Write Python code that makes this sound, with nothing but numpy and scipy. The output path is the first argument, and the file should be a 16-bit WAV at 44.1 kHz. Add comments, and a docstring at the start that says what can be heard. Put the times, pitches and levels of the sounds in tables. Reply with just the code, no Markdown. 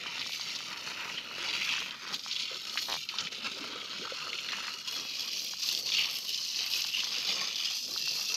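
"""A hose jet spatters on broad leaves, moves to a muddy puddle, then swings down onto bare wet soil.
The jet breaks into slugs: each bursts into noise, droplets and small ringing bubbles, coloured by the surface.
Heavier drops drum, the puddle churns, squelches and gurgles, and the finest spray hisses as mist.
Single slaps, cracks, plops and soft ticks are short noise bursts or bubble rings; the grip creaks once in pulses.
Faint air noise lies beneath. Open air, one microphone."""
import sys
import numpy as np
from scipy import signal
from scipy.fft import rfft, irfft, next_fast_len
from scipy.io import wavfile
from scipy.ndimage import uniform_filter1d, map_coordinates

SR = 44100
rng = np.random.default_rng(int(sys.argv[2]) if len(sys.argv) > 2 else 0)


def transcribe(signal):
    """Save signal, clipped to [-1, 1], as a 16-bit WAV file at the path in sys.argv[1]."""
    frames = np.atleast_2d(signal).T
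    limited = np.clip(frames, -1, 1)
    pcm = np.round(limited * 32767).astype(np.int16)
    wavfile.write(sys.argv[1], SR, pcm)


N = 368676  # length [samples]

# Levels in the tables are set before each layer's own trim.
# where the jet lands: (time [s], surface [0 leaves, 1 puddle, 2 soil])
AIM = [(0, 0), (1.9, 0), (2.3, 1), (4.35, 1), (4.55, .2), (4.8, 1), (5.05, 2), (8.36, 2)]
# force of the splatter as the hand sweeps the jet about: (time [s], level [dB])
FORCE = [(0.0, -40.5), (0.25, -38.5), (0.5, -39), (0.68, -42.0), (1.17, -40), (1.28, -45), (1.5, -33.5),
         (1.75, -33.5), (1.85, -39), (1.98, -47), (2.14, -39), (2.22, -47), (2.31, -35.5), (2.65, -39.5),
         (2.95, -38.5), (3.65, -41.5), (4.5, -38.5), (4.95, -39.5), (5.06, -38.5), (5.2, -34.5),
         (5.55, -37), (5.75, -34.5), (5.86, -35.5), (5.97, -26.5), (6.1, -36), (6.25, -39), (6.36, -32),
         (6.5, -35), (6.58, -33), (6.9, -33.5), (7.15, -35), (7.7, -32.5), (7.91, -39), (8.03, -34.5),
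         (8.36, -35.5)]
# fineness of the spray: (time [s], sizzle gain over the coarse splatter [dB])
SPRAY = [(0.0, -3.5), (0.35, 4), (0.75, 2.5), (1.1, -2), (1.75, -3), (2.25, 4.5), (2.47, -3.5), (2.86, 7.5),
         (3.2, -1.5), (4.0, -3.5), (4.9, 2.5), (5.15, -1), (5.55, 6), (5.86, 8.5), (5.98, -7), (6.22, 4.5),
         (6.5, 7), (6.6, -1), (6.82, 1), (6.97, -1.5), (7.1, -1), (7.68, -1.5), (7.85, 15.5), (8.02, 4),
         (8.36, 6)]
# colour of the splatter on each surface: (frequency [Hz], relative level per Hz [dB])
SPLATTER_ON_LEAVES = [(1000, -32), (1600, -29), (1850, -6.5), (2100, -9.5), (2470, 0.5), (2750, -1),
                      (3100, -1), (3500, -4.5), (4300, -2.5), (5500, -8), (6500, -11.5), (8100, -30.5),
                      (10500, -30), (15500, -40)]
SPLATTER_ON_PUDDLE = [(1200, -49), (1800, -16.5), (2400, -4.5), (2950, 0.5), (3600, -3.5), (4350, 0),
                      (4900, -4.5), (5250, -4.5), (6200, -11), (6550, -9.5), (8000, -28.5), (10300, -30.5),
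                      (15500, -52)]
SPLATTER_ON_SOIL = [(1200, -46), (1750, -17), (2200, -12.5), (2450, -2.5), (2850, 1.5), (3750, -3.5),
                    (4500, 2.4), (5200, -0.5), (6450, -8), (7000, -17), (8600, -31.5), (11300, -33),
                    (15500, -60)]
# close reflections from leaves, puddle and soil: (share [gain])
NEAR_ECHO_SHARE = [0.35, 0.5, 0.39]

# uneven bunches in the stream on leaves, puddle and soil: (flutter depth [dB])
FLUTTER_DEPTH = [0.57, 0.86, 1.4]
FLUTTER_PER_S = 17
# spurts of extra water: (middle [s], length [s], gain [dB])
SPURTS = [(0.087, 0.028, 0), (0.513, .05, 1.5), (0.878, 0.057, 3), (2.143, 0.025, 8), (2.926, 0.063, 4),
          (3.461, 0.041, 6), (4.887, 0.022, 4.5), (4.967, 0.091, 5), (5.402, 0.057, 1), (5.718, .05, 1.5),
          (6.57, 0.046, 2), (6.842, 0.035, 1.5), (7.06, 0.032, 0.5)]
# the jet thins or breaks off; depths of 0 or less leave it whole: (middle [s], length [s], depth [dB])
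BREAKS = [(0.292, 0.019, 2), (3.076, 0.048, 10), (3.126, 0.046, 2.5), (3.299, 0.027, 15.5),
          (4.834, 0.036, 9), (5.497, 0.053, -2), (5.567, .04, 3), (5.843, .05, 5), (6.534, 0.031, 4),
          (6.69, 0.024, 3), (7.025, .025, 5), (8.14, 0.036, 0)]
LULL_S, LULL_DB = 0.015, 1.5  # half-height width and depth of the thinning while a big slug gathers

# level of the airy mist: (time [s], level [dB])
MIST_LEVEL = [(0, -73), (0.26, -65), (0.32, -55), (0.42, -68), (0.68, -68), (0.82, -66), (1.35, -71),
              (1.5, -70), (1.66, -56), (1.76, -69), (1.87, -64), (1.98, -74), (2.28, -62.5), (2.5, -69),
              (2.87, -53.5), (3.0, -60), (3.12, -67), (3.4, -69), (3.9, -73), (4.42, -65), (4.85, -64),
              (5.5, -54), (5.9, -53), (6.08, -55), (6.6, -56.5), (6.76, -49.5), (7.2, -58), (7.5, -60),
              (7.72, -54.5), (8.05, -56), (8.2, -53.5), (8.36, -56)]
# colour of the mist's hiss: (frequency [Hz], relative level per Hz [dB])
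MIST_COLOUR = [(5000, -41), (7500, -6), (10000, -13), (11300, -4.5), (11900, -1.5), (12750, 2), (13700, -5),
               (15500, -15)]

# levels of the heavy water: (time [s], drumming level [dB], churning level [dB])
HEAVY = [(0.0, -48.5, -55.5), (0.2, -51, -57), (0.35, -59.5, -66), (0.47, -53.5, -57), (0.68, -49.5, -59.5),
         (0.88, -44.5, -52.5), (1.17, -45.5, -53.5), (1.27, -50.5, -58), (1.48, -45, -51),
         (1.75, -45.5, -54.5), (1.98, -53, -62), (2.12, -45, -55), (2.23, -58, -66), (2.44, -53, -65.5),
         (2.7, -50.5, -56.5), (3.04, -60.5, -65.5), (3.2, -48.5, -52.5), (3.35, -55, -55.5),
         (3.45, -51.5, -57.5), (3.65, -50.5, -53.5), (4.05, -51.5, -58), (4.38, -51.5, -57.5),
         (4.6, -48, -55), (4.87, -53.5, -60.5), (5.0, -53.5, -55), (5.09, -59.5, -58), (5.2, -51, -61.5),
         (5.45, -62, -57.5), (5.63, -58, -68.5), (5.8, -59.5, -52.5), (5.98, -50, -57), (6.2, -57, -60.5),
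         (6.48, -61.5, -69.5), (6.6, -50.5, -55.5), (6.69, -56, -64), (6.78, -52, -57.5),
         (6.93, -59, -67.5), (7.13, -48, -55), (7.25, -51.5, -60), (7.34, -51, -48), (7.42, -46.5, -47),
         (7.55, -54, -58), (7.68, -53, -62), (7.79, -63.5, -73), (7.9, -57.5, -53), (8.08, -62, -63.5),
         (8.2, -53.5, -52.5), (8.27, -63.5, -61), (8.36, -47.5, -53)]
# colour of heavy drops on each surface: (frequency [Hz], relative level per Hz [dB])
DRUM_ON_LEAVES = [(400, -18), (720, -13.5), (950, 0.5), (1100, -5), (1380, 3), (1600, -3.5), (1900, -0.5),
                  (2800, -3.5), (5000, -49)]
DRUM_ON_PUDDLE = [(400, -34), (770, -14), (950, -3.5), (1100, -5.5), (1280, 3), (1550, -1.5), (1780, -10),
                  (2200, -4), (5000, -41)]
DRUM_ON_SOIL = [(300, -21), (600, -7.5), (750, -2.5), (870, -3), (1220, 2), (1500, -3.5), (1750, -5.5),
                (2100, -0.5), (5000, -43)]
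# colour of the churning: (frequency [Hz], relative level per Hz [dB])
CHURN_COLOUR = [(20, -48), (42, -42), (80, -12.5), (130, -6), (195, -1.5), (300, -4), (520, -0.5),
                (720, -5.5), (1100, -29), (2500, -30)]
# deep thud under the jet on leaves, puddle and soil: (gain [dB])
THUD_GAIN = [3, 0.5, 0.5]
THUD_FOLLOWS = 0.49  # dB of thud per dB of churning

# bubbles swarm in the hole bored by the jet: (middle [s], length [s], level [dB], pitch [Hz])
SQUELCHES = [(1.184, 0.024, -37, 3080), (1.52, 0.14, -42, 2610), (1.72, 0.16, -37, 2584),
             (5.988, 0.076, -31, 2766), (6.976, 0.1, -32, 2865), (7.678, 0.039, -34, 3040)]
# the jet's hollow fills in: (time [s], length [s], first pitch [Hz], last pitch [Hz], level [dB])
GURGLES = [(2.51, 0.056, 493, 426, -37), (3.2, 0.065, 149, 195, -46), (3.431, .06, 227, 385, -40),
           (3.511, 0.066, 230, 487, -38.5), (3.594, .06, 240.2, 450, -36), (3.67, 0.041, 270, 470, -38),
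           (3.725, 0.042, 240, 520, -38), (3.8, 0.029, 260, 450, -41), (3.894, .02, 260, 484, -42),
           (3.991, 0.067, 230, 557, -33.5), (4.242, 0.098, 523, 540, -39.5), (4.962, 0.075, 290, 330, -42)]
GURGLE_PER_S = 170  # bubbles a second in a chain, at least two in all
GURGLE_SCATTER = 0.28  # octaves by which the bubbles stray from the chain's glide
# the jet rakes across leaves: (middle [s], length [s], level [dB])
LEAF_PATTER = [(1.77, 0.1, -43.5), (4.55, 0.095, -48), (4.673, 0.08, -45)]

# big slugs slapping down: (time [s], level [dB], centre [Hz], width [octaves])
SLAPS = [(0.1942, -32, 4200, .8), (0.2147, -32, 3080, 0.92), (0.321, -34, 3700, .9),
         (0.332, -32, 3300, 1.4), (0.411, -29.5, 4050, 0.55), (0.493, -35, 3200, 0.97),
         (0.517, -36, 4850, .6), (0.5508, -32, 4150, 0.68), (0.561, -32.5, 4440, 0.65),
         (1.181, -34, 2610, 1.3), (2.1928, -35, 4070, 0.9), (2.236, -37.5, 4440, 0.96),
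         (2.312, -27.5, 3780, 0.82), (2.325, -30.5, 4300, 1), (2.362, -27.5, 3360, 0.56),
         (2.774, -23.5, 2650, 1.5), (2.7895, -30, 3820, 1.3), (2.923, -27, 3280, 0.84),
         (3.089, -27.5, 3250, 1.15), (3.1853, -24, 3930, 0.89), (3.2055, -30.5, 4060, 1.8),
         (3.2496, -34.5, 3540, 1), (3.2702, -30, 2620, 0.77), (3.326, -34, 2770, 2.4),
         (3.8155, -36.5, 2720, 0.75), (4.33, -29, 2840, 0.82), (4.3852, -30.5, 2850, 0.6),
         (4.487, -30, 2600, 1.3), (4.52, -30, 2830, 2), (4.531, -30, 1840, 1.7), (4.564, -43, 1800, 1.3),
         (4.637, -36, 1900, 2.4), (4.681, -32, 1730, 1.5), (5.8892, -28, 3840, 1.2),
         (5.919, -25, 3260, 0.72), (5.945, -27, 3500, 0.71), (6.56, -30, 4800, 0.68),
         (7.042, -28, 4830, 0.72), (7.977, -32.5, 4500, 0.93), (8.342, -24, 5200, 0.5)]
# single hard drops cracking on leaf or grit: (time [s], level [dB], centre [Hz])
CRACKS = [(0.1816, -24, 3900), (0.2155, -19, 3300), (1.098, -21.5, 2640), (1.4187, -23, 3100),
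          (1.4367, -21, 2630), (1.4875, -17, 4000), (1.537, -26, 3010), (1.621, -14, 2700),
          (1.6773, -21, 2560), (1.7385, -17, 2880), (1.909, -19, 3300), (2.078, -24, 4100),
          (2.545, -20, 4000), (2.6075, -28, 4100), (2.696, -19, 4000), (2.8295, -22, 4300),
          (5.3715, -20, 4500), (5.3956, -16, 4500), (5.4755, -23, 3200), (5.689, -13, 3700),
          (5.75, -12, 4000), (5.776, -16, 3770), (5.826, -21, 4730), (5.901, -17, 3880),
          (5.9495, -16, 3300), (5.9825, -13, 3300), (6.045, -17, 3100), (6.0985, -17, 4760),
          (6.292, -20, 5000), (6.345, -14.5, 4150), (6.377, -15, 4220), (6.449, -21, 5100),
          (6.607, -14.5, 4530), (6.719, -24, 4240), (6.7368, -12.5, 3600), (6.7735, -17, 4240),
          (6.821, -13, 5000), (6.842, -12, 4300), (7.185, -18, 4900), (7.2185, -22, 4200),
          (7.29, -19, 4070), (7.722, -17, 4900), (7.9765, -17, 4500), (8.082, -16, 4600)]
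CRACK_S, CRACK_OCTAVES = 0.0014, 0.69  # decay time and width of a crack
# large air pockets closing in the puddle: (time [s], level [dB], pitch [Hz])
PLOPS = [(2.513, -37, 500), (2.558, -33, 1280), (3.14, -32, 990), (3.436, -42, 217), (3.571, -37, 503),
         (3.698, -42, 466), (3.757, -34, 470), (3.961, -34, 1395), (4.019, -35.5, 385), (4.052, -28, 1289),
         (4.076, -25.5, 1270), (4.121, -28.5, 512), (4.27, -30, 1228)]
# soft ticks of stray drops close by: (time [s], level [dB], centre [Hz])
TICKS = [(0.0605, -28, 1200), (0.179, -30, 1090), (0.263, -32, 1200), (0.2947, -33, 1100),
         (0.397, -34, 1000), (0.605, -31, 1300), (0.874, -27, 1240), (1.313, -31, 1160),
         (1.82, -25.5, 1400), (2.052, -27.5, 1400), (2.2625, -29.5, 1150), (2.757, -29.5, 1050),
         (4.5857, -29, 1250), (5.536, -31, 1230), (6.848, -29.5, 1240), (7.035, -30, 1340),
         (7.962, -30.5, 1250), (8.076, -29.5, 1300)]
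TICK_S, TICK_OCTAVES = 0.0028, 0.98  # decay time and width of a tick's wet smear

# what the grip rings with: (frequency [Hz], gain [dB])
GRIP = [(100, -17), (350, -10.5), (650, -3), (1000, 2), (1400, -8), (1950, -4.5), (2500, -31), (4000, -50)]
CREAK_S, CREAK_DB = 2.886, 0.6  # start, and strength of the middle slip ahead of the grip's ring
SLIP_GAP_S, SLIP_SLOWS_S = 0.0069, 0.0009  # first gap between slips, and what each next gap adds
CREAK_FADE_DB = 3.5  # the first and last slips are this much weaker than the middle one

# colour of the still air: (frequency [Hz], relative level per Hz [dB])
AIR_COLOUR = [(20, -25), (45, -21), (90, -6), (190, -1.5), (280, 0), (450, -23), (1500, -20.5),
              (6000, -11.5), (15000, -51)]
TOP_HZ = 15650  # band limit of the recorder


def slugs(rate, spread_db, life, between):
    """A broken stream: each slug lands at once and dies away over a share of unbroken flow."""
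    hits = impacts(rate, spread_db)
    power = signal.lfilter([1], [1, -np.exp(-2 / (life * SR))], hits ** 2)
    return np.sqrt(power / power.mean() + between)


def flow_db():
    """Water arriving from moment to moment: random flutter, spurts, breaks, and a lull before each big slug."""
    gaps = sum(depth * swell(s, length) for s, length, depth in BREAKS)
    spurts = sum(gain * swell(s, length) for s, length, gain in SPURTS)
    lulls, shape = np.zeros(N), np.hanning(max(int(2 * LULL_S * SR), 3))
    for s, *_ in SLAPS:
        add(lulls, s - 2.1 * LULL_S, shape)
    thinning = np.maximum(gaps, LULL_DB * np.minimum(lulls, 1))
    return under_jet(FLUTTER_DEPTH) * wobble(FLUTTER_PER_S) + spurts - thinning


def splatter(stream, arriving_db):
    """Bursting splashes, droplets and small ringing bubbles where the jet lands."""
    splash = splashes(centre_hz=3960, octaves=0.62, sharpness=1.74, life=0.0026, spread_db=3.0,
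                      wander=0.13, count=5500, size=512)
    fizz = bubbles(stream, centre_hz=3597, octaves=0.405, cycles=9.1, rise=0.03, spread_db=0.0,
                   count=3500, size=700)
    spray = droplets(stream, rate=2400, spread_db=2.0)
    grit = droplets(stream, rate=110, spread_db=4.0)
    burst = whitened(splash + amp(-7.0) * fizz + amp(2.0) * spray + amp(-6.0) * grit)
    x = landed(burst, [SPLATTER_ON_LEAVES, SPLATTER_ON_PUDDLE, SPLATTER_ON_SOIL])
    x = near_echoes(x, share=under_jet(NEAR_ECHO_SHARE), sway=0.045, count=7)
    x = shifting(x, depth_db=1.64, width_hz=239.5, life=0.08)
    # a finer spray sizzles more
    sizzle = above(x, 3870, order=8)
    coarse = x - sizzle
    x = coarse + amp(curves(SPRAY)[0] + 0.95 * wobble(12)) * sizzle
    return amp(curves(FORCE)[0] + arriving_db - 0.3) * steady(x, window=0.091)


def splashes(centre_hz, octaves, sharpness, life, spread_db, wander, count, size):
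    """Decaying noise bursts vary in loudness, life and pitch; their mean pitch wanders as the jet moves."""
    start = rng.integers(0, N, count)
    pitch, loud, length = np.clip(rng.standard_normal((3, count, 1)), -2, 2)
    t = np.arange(size) / SR
    decay = np.exp(-t / (life * 2 ** (length / 2)))
    bursts = rng.standard_normal((count, size)) * decay * amp(spread_db * loud)
    hz = centre_hz * 2 ** (octaves * pitch + wander * wobble(9)[start, None])
    # a resonance tuned to each burst's own pitch
    ratio = (np.fft.rfftfreq(size, 1 / SR) + 1) / hz
    bursts = irfft(rfft(bursts) / (1 + 1j * sharpness * (ratio - 1 / ratio)), size)
    return scattered(start, bursts)


def droplets(strength, rate, spread_db):
    """Tiny impacts thrown by the slugs."""
    return unit(strength * impacts(rate, spread_db) * rng.choice([-1, 1], N))


def bubble(t, hz, cycles, rise):
    """A trapped air pocket rings for some cycles, its pitch rising as it nears the surface."""
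    age = hz * t / cycles
    envelope = np.exp(-age) * (1 - np.exp(-2 * hz * t))
    return envelope * np.sin(2 * np.pi * hz * t * (1 + rise * age / 2))


def bubbles(strength, centre_hz, octaves, cycles, rise, spread_db, count, size):
    """A cloud of count bubbles, size samples each, louder where the stream is strong."""
    start = rng.integers(0, N, count)
    pitch, loud = np.clip(rng.standard_normal((count, 2)), -2, 2).T
    rings = bubble(np.arange(size) / SR, centre_hz * 2 ** (octaves * pitch[:, None]), cycles, rise)
    rings = rings * (strength[start] * amp(spread_db * loud))[:, None]
    return scattered(start, rings)


def mist(stream, arriving_db):
    """The finest drops hiss at the very top, and a few prickle one by one."""
    hiss = steady(droplets(stream, rate=6000, spread_db=1), window=0.053)
    prickle = droplets(stream, rate=70, spread_db=4.5)
    x = unit(coloured(hiss + amp(-5.5) * prickle, MIST_COLOUR))
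    x = shifting(x, depth_db=1.9, width_hz=330, life=0.22)
    return amp(curves(MIST_LEVEL)[0] + 0.5 * arriving_db + 1.6 * wobble(13) + 0.7) * x


def drumming(stream, arriving_db):
    """Heavy drops patter on the surface under the jet and trap larger bubbles."""
    patter = droplets(stream, rate=1100, spread_db=2)
    pockets = bubbles(stream, centre_hz=1362, octaves=0.397, cycles=18.4, rise=0.034, spread_db=3.0,
                      count=1500, size=900)
    x = landed(patter + amp(-15.0) * pockets, [DRUM_ON_LEAVES, DRUM_ON_PUDDLE, DRUM_ON_SOIL])
    x = steady(near_echoes(x, share=0.17, sway=0.063, count=4), window=0.081)
    # the heavy drops arrive in loose bunches
    return amp(curves(HEAVY)[0] + 0.45 * arriving_db + 2.64 * wobble(15)) * x


def churning(stream, arriving_db):
    """The jet digs in: low thuds and big, well damped bubbles."""
    thuds = droplets(stream, rate=1200, spread_db=5)
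    glugs = bubbles(stream, centre_hz=332.2, octaves=0.603, cycles=6.25, rise=0.083, spread_db=2.5,
                    count=700, size=3000)
    x = unit(coloured(thuds, CHURN_COLOUR)) + amp(-3) * unit(coloured(glugs, CHURN_COLOUR))
    x = steady(x, window=0.13)
    # harder churning mostly lifts the upper part; the deep thud follows it only in part
    level_db = curves(HEAVY)[1] + 0.66 * arriving_db + 2.15 * wobble(11)
    mean_db = level_db.mean()
    thud_db = mean_db + THUD_FOLLOWS * (level_db - mean_db) + under_jet(THUD_GAIN)
    upper = above(x, 200, order=4)
    return amp(level_db - 0.9) * upper + amp(thud_db) * (x - upper)


def squelches(stream):
    """Bubbles of nearly one size crowd into the hole under the jet."""
    track = np.zeros(N)
    for s, length, db, hz in SQUELCHES:
        swarm = bubbles(stream, hz, octaves=0.065, cycles=19, rise=0.016, spread_db=2.5,
                        count=4000, size=400)
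        track += amp(db) * swell(s, length) * swarm
    return track


def gurgles():
    """A closing hollow sheds a dense, ragged chain of bubbles whose pitch glides, mostly upwards."""
    track, t = np.zeros(N), np.arange(SR // 15) / SR
    for s, length, first_hz, last_hz, db in GURGLES:
        for stage in np.linspace(0, 1, max(int(length * GURGLE_PER_S), 2)):
            hz = (first_hz + stage * (last_hz - first_hz)) * 2 ** rng.normal(0, GURGLE_SCATTER)
            ring = rng.choice([-1, 1]) * bubble(t, hz, cycles=1.8, rise=0.054)
            onset = s + stage * length + rng.normal(0, 0.00197)
            add(track, onset, amp(db - 5.5 + rng.normal(0, 2.4)) * ring)
    return track - above(track, 750, order=14)


def leaf_patter():
    """The jet rakes across broad leaves: a dense, uneven crackle of short dull taps."""
    taps = splashes(centre_hz=1620, octaves=0.33, sharpness=2.1, life=0.0011, spread_db=5.5,
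                    wander=0.088, count=3000, size=512)
    taps = steady(band(taps, 1550, octaves=1.7, order=3), window=0.06)
    return taps * sum(amp(db) * swell(s, length) for s, length, db in LEAF_PATTER)


def slaps():
    """A big slug cracks on the surface and its droplets follow; a single hard drop only cracks."""
    track, t = np.zeros(N), np.arange(SR // 20) / SR
    for s, db, hz, octaves in SLAPS:
        burst = rng.choice([-1, 1], len(t)) * (np.exp(-t / 0.0029) + 1.4 * np.exp(-t / 0.011))
        burst[0] = 5  # the first contact is one sharp impact
        slap = band(burst, hz, octaves, order=3)
        add(track, s, amp(db - 2.5) * slap / slap[:SR // 200].std())  # level set by the first 5 ms
    for s, db, hz in CRACKS:
        burst = rng.choice([-1, 1], len(t)) * np.exp(-t / CRACK_S)
        burst[0] = 6  # the drop's impact, ahead of its scatter
        crack = band(burst, hz, CRACK_OCTAVES, order=3)
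        add(track, s, amp(db - 3.5) * crack / np.abs(crack).max())
    return track - above(track, 7150, order=12)


def drips():
    """Single plops ring as bubbles in the puddle; stray drops near by make soft, wet little ticks."""
    track, t = np.zeros(N), np.arange(SR // 20) / SR
    for s, db, hz in PLOPS:
        add(track, s, amp(db + 0.5) * bubble(t, hz, cycles=2.8, rise=0.024))
    for s, db, hz in TICKS:
        smear = rng.choice([-1, 1], len(t)) * np.exp(-t / TICK_S)
        smear[0] = 16  # the drop's first contact
        tick = band(smear, hz, TICK_OCTAVES, order=2)
        add(track, s, amp(db - 0.5) * tick / np.abs(tick).max())
    return track - above(track, 2000, order=8)


def creak(count=9):
    """The grip sticks and slips: a short run of dry pulses that swells, slows down and fades."""
    slips, s = np.zeros(N), CREAK_S
    for k, stage in enumerate(np.linspace(-1, 1, count)):
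        strength_db = CREAK_DB - CREAK_FADE_DB * stage ** 2 + rng.normal(0, 1.4)
        add(slips, s + rng.normal(0, 0.00055), [amp(strength_db)])
        s += SLIP_GAP_S + k * SLIP_SLOWS_S
    return coloured(slips, GRIP)


def still_air():
    """Quiet coloured noise of the open air."""
    return amp(-63.5) * unit(coloured(rng.standard_normal(N), AIR_COLOUR))


def landed(x, spectra):
    """Colour x by the surface under the jet, cross-fading as the aim moves."""
    aim = np.clip(curves(AIM)[0], 0, len(spectra) - 1)
    track = np.zeros(N)
    for k, surface in enumerate(spectra):
        share = np.maximum(1 - np.abs(aim - k), 0)
        track += share * unit(coloured(x, surface))
    return track


def under_jet(values):
    """One value for each surface, blended as the aim moves."""
    return np.interp(curves(AIM)[0], np.arange(len(values)), values)


def near_echoes(x, share, sway, count):
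    """Ground, leaves and hand return copies within about 4 ms; drifting paths make the colour swish."""
    n, echoes = np.arange(N), np.zeros(N)
    for delay in np.geomspace(0.0007, 0.004, count):
        path = delay * (1 + sway * wobble(1.51)) * SR
        echoes += wobble(2.028) * map_coordinates(x, [n - path], order=3)
    return x + share * echoes / np.sqrt(count)


def shifting(x, depth_db, width_hz, life):
    """The splash keeps changing shape: bright and dull bands come and go, each for about life seconds."""
    hz, t, z = signal.stft(x, SR, nperseg=512)
    grid = np.meshgrid(hz / width_hz, t / life, indexing="ij")
    field = map_coordinates(rng.standard_normal((128, 256)), grid, mode="mirror")
    return signal.istft(z * amp(depth_db * field), nperseg=512)[1][:N]


def whitened(x):
    """Even out the long-term spectrum, so that the surface alone sets the colour."""
    hz, power = signal.welch(x, SR, nperseg=128, detrend=False)
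    return unit(coloured(x, np.column_stack([hz + 1, -10 * np.log10(power)])))


def coloured(x, spectrum):
    """Causal minimum-phase filter through (Hz, dB) points, built from the folded cepstrum."""
    m = 2 * next_fast_len(N // 2 + 4096)
    hz, db = np.transpose(spectrum)
    gain = amp(np.interp(np.log(np.fft.rfftfreq(m, 1 / SR) + 1), np.log(hz), db))
    cepstrum = irfft(np.log(gain), m)
    cepstrum[1:m // 2] *= 2
    cepstrum[m // 2 + 1:] = 0
    return irfft(rfft(x, m) * np.exp(rfft(cepstrum)), m)[:N]


def above(x, edge_hz, order):
    """The part of x above a soft edge."""
    m = 2 * next_fast_len(N)
    ratio = (np.fft.rfftfreq(m, 1 / SR) / edge_hz) ** order
    return irfft(rfft(x, m) * ratio / (1 + ratio))[:N]


def band(x, hz, octaves, order):
    """Keep a band so many octaves wide around hz."""
    half = 2 ** (octaves / 2)
    edges = [hz / half, min(hz * half, SR / 3)]
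    return signal.sosfilt(signal.butter(order, edges, "band", fs=SR, output="sos"), x)


def impacts(rate, spread_db):
    """Random impulses, rate a second, of log-normal size with the extremes clipped."""
    size = amp(spread_db * np.clip(rng.standard_normal(N), -2, 2))
    return (rng.random(N) < rate / SR) * size


def wobble(rate):
    """A smooth random curve, rate knots a second."""
    knots = rng.standard_normal(int(N * rate / SR) + 4)
    return map_coordinates(knots, [np.arange(N) * rate / SR])


def swell(s, length):
    """A bell of height 1 around time s, length seconds wide where it has fallen to 1/e."""
    return np.exp(-np.minimum((2 * (np.arange(N) / SR - s) / length) ** 2, 40))


def curves(rows):
    """One value per sample for each column after the time."""
    s, *cols = np.transpose(rows)
    return [np.interp(np.arange(N) / SR, s, c) for c in cols]


def scattered(start, sounds):
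    """Sum one sound per row at its start sample, then scale to rms 1."""
    index = start[:, None] + np.arange(sounds.shape[1])
    return unit(np.bincount(index.ravel(), sounds.ravel(), N)[:N])


def add(track, s, sound):
    """Mix a sound into the track at time s."""
    start = max(round(s * SR), 0)
    track[start:start + len(sound)] += sound[:max(N - start, 0)]


def steady(x, window):
    """Hold the rms near 1 over windows of seconds: the hose delivers water at an even rate."""
    size = max(int(window * SR), 2)
    power = uniform_filter1d(uniform_filter1d(x ** 2, size), size // 2)
    return x / np.sqrt(np.abs(power) + 1e-12)


def unit(x):
    """Scale to rms 1."""
    return x / np.sqrt(np.mean(x ** 2) + 1e-20)


def amp(db):
    """Decibels to gain."""
    return 10 ** (np.asarray(db) / 20)


def scene():
    """One broken stream drives splatter, mist, drumming and churning over quiet air."""
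    stream = slugs(rate=220, spread_db=3.5, life=0.004, between=0.99)
    arriving_db = flow_db()
    jet = sum(layer(stream, arriving_db) for layer in (splatter, mist, drumming, churning))
    details = squelches(stream) + gurgles() + leaf_patter() + slaps() + drips() + creak()
    return (jet + details + still_air())[None]


def record(dry):
    """The recorder keeps nothing above its band limit."""
    m = next_fast_len(N + SR // 10)
    passed = np.fft.rfftfreq(m, 1 / SR) < TOP_HZ
    return irfft(rfft(dry, m) * passed, m)[:, :N]


dry = scene()
out = record(dry)
transcribe(out)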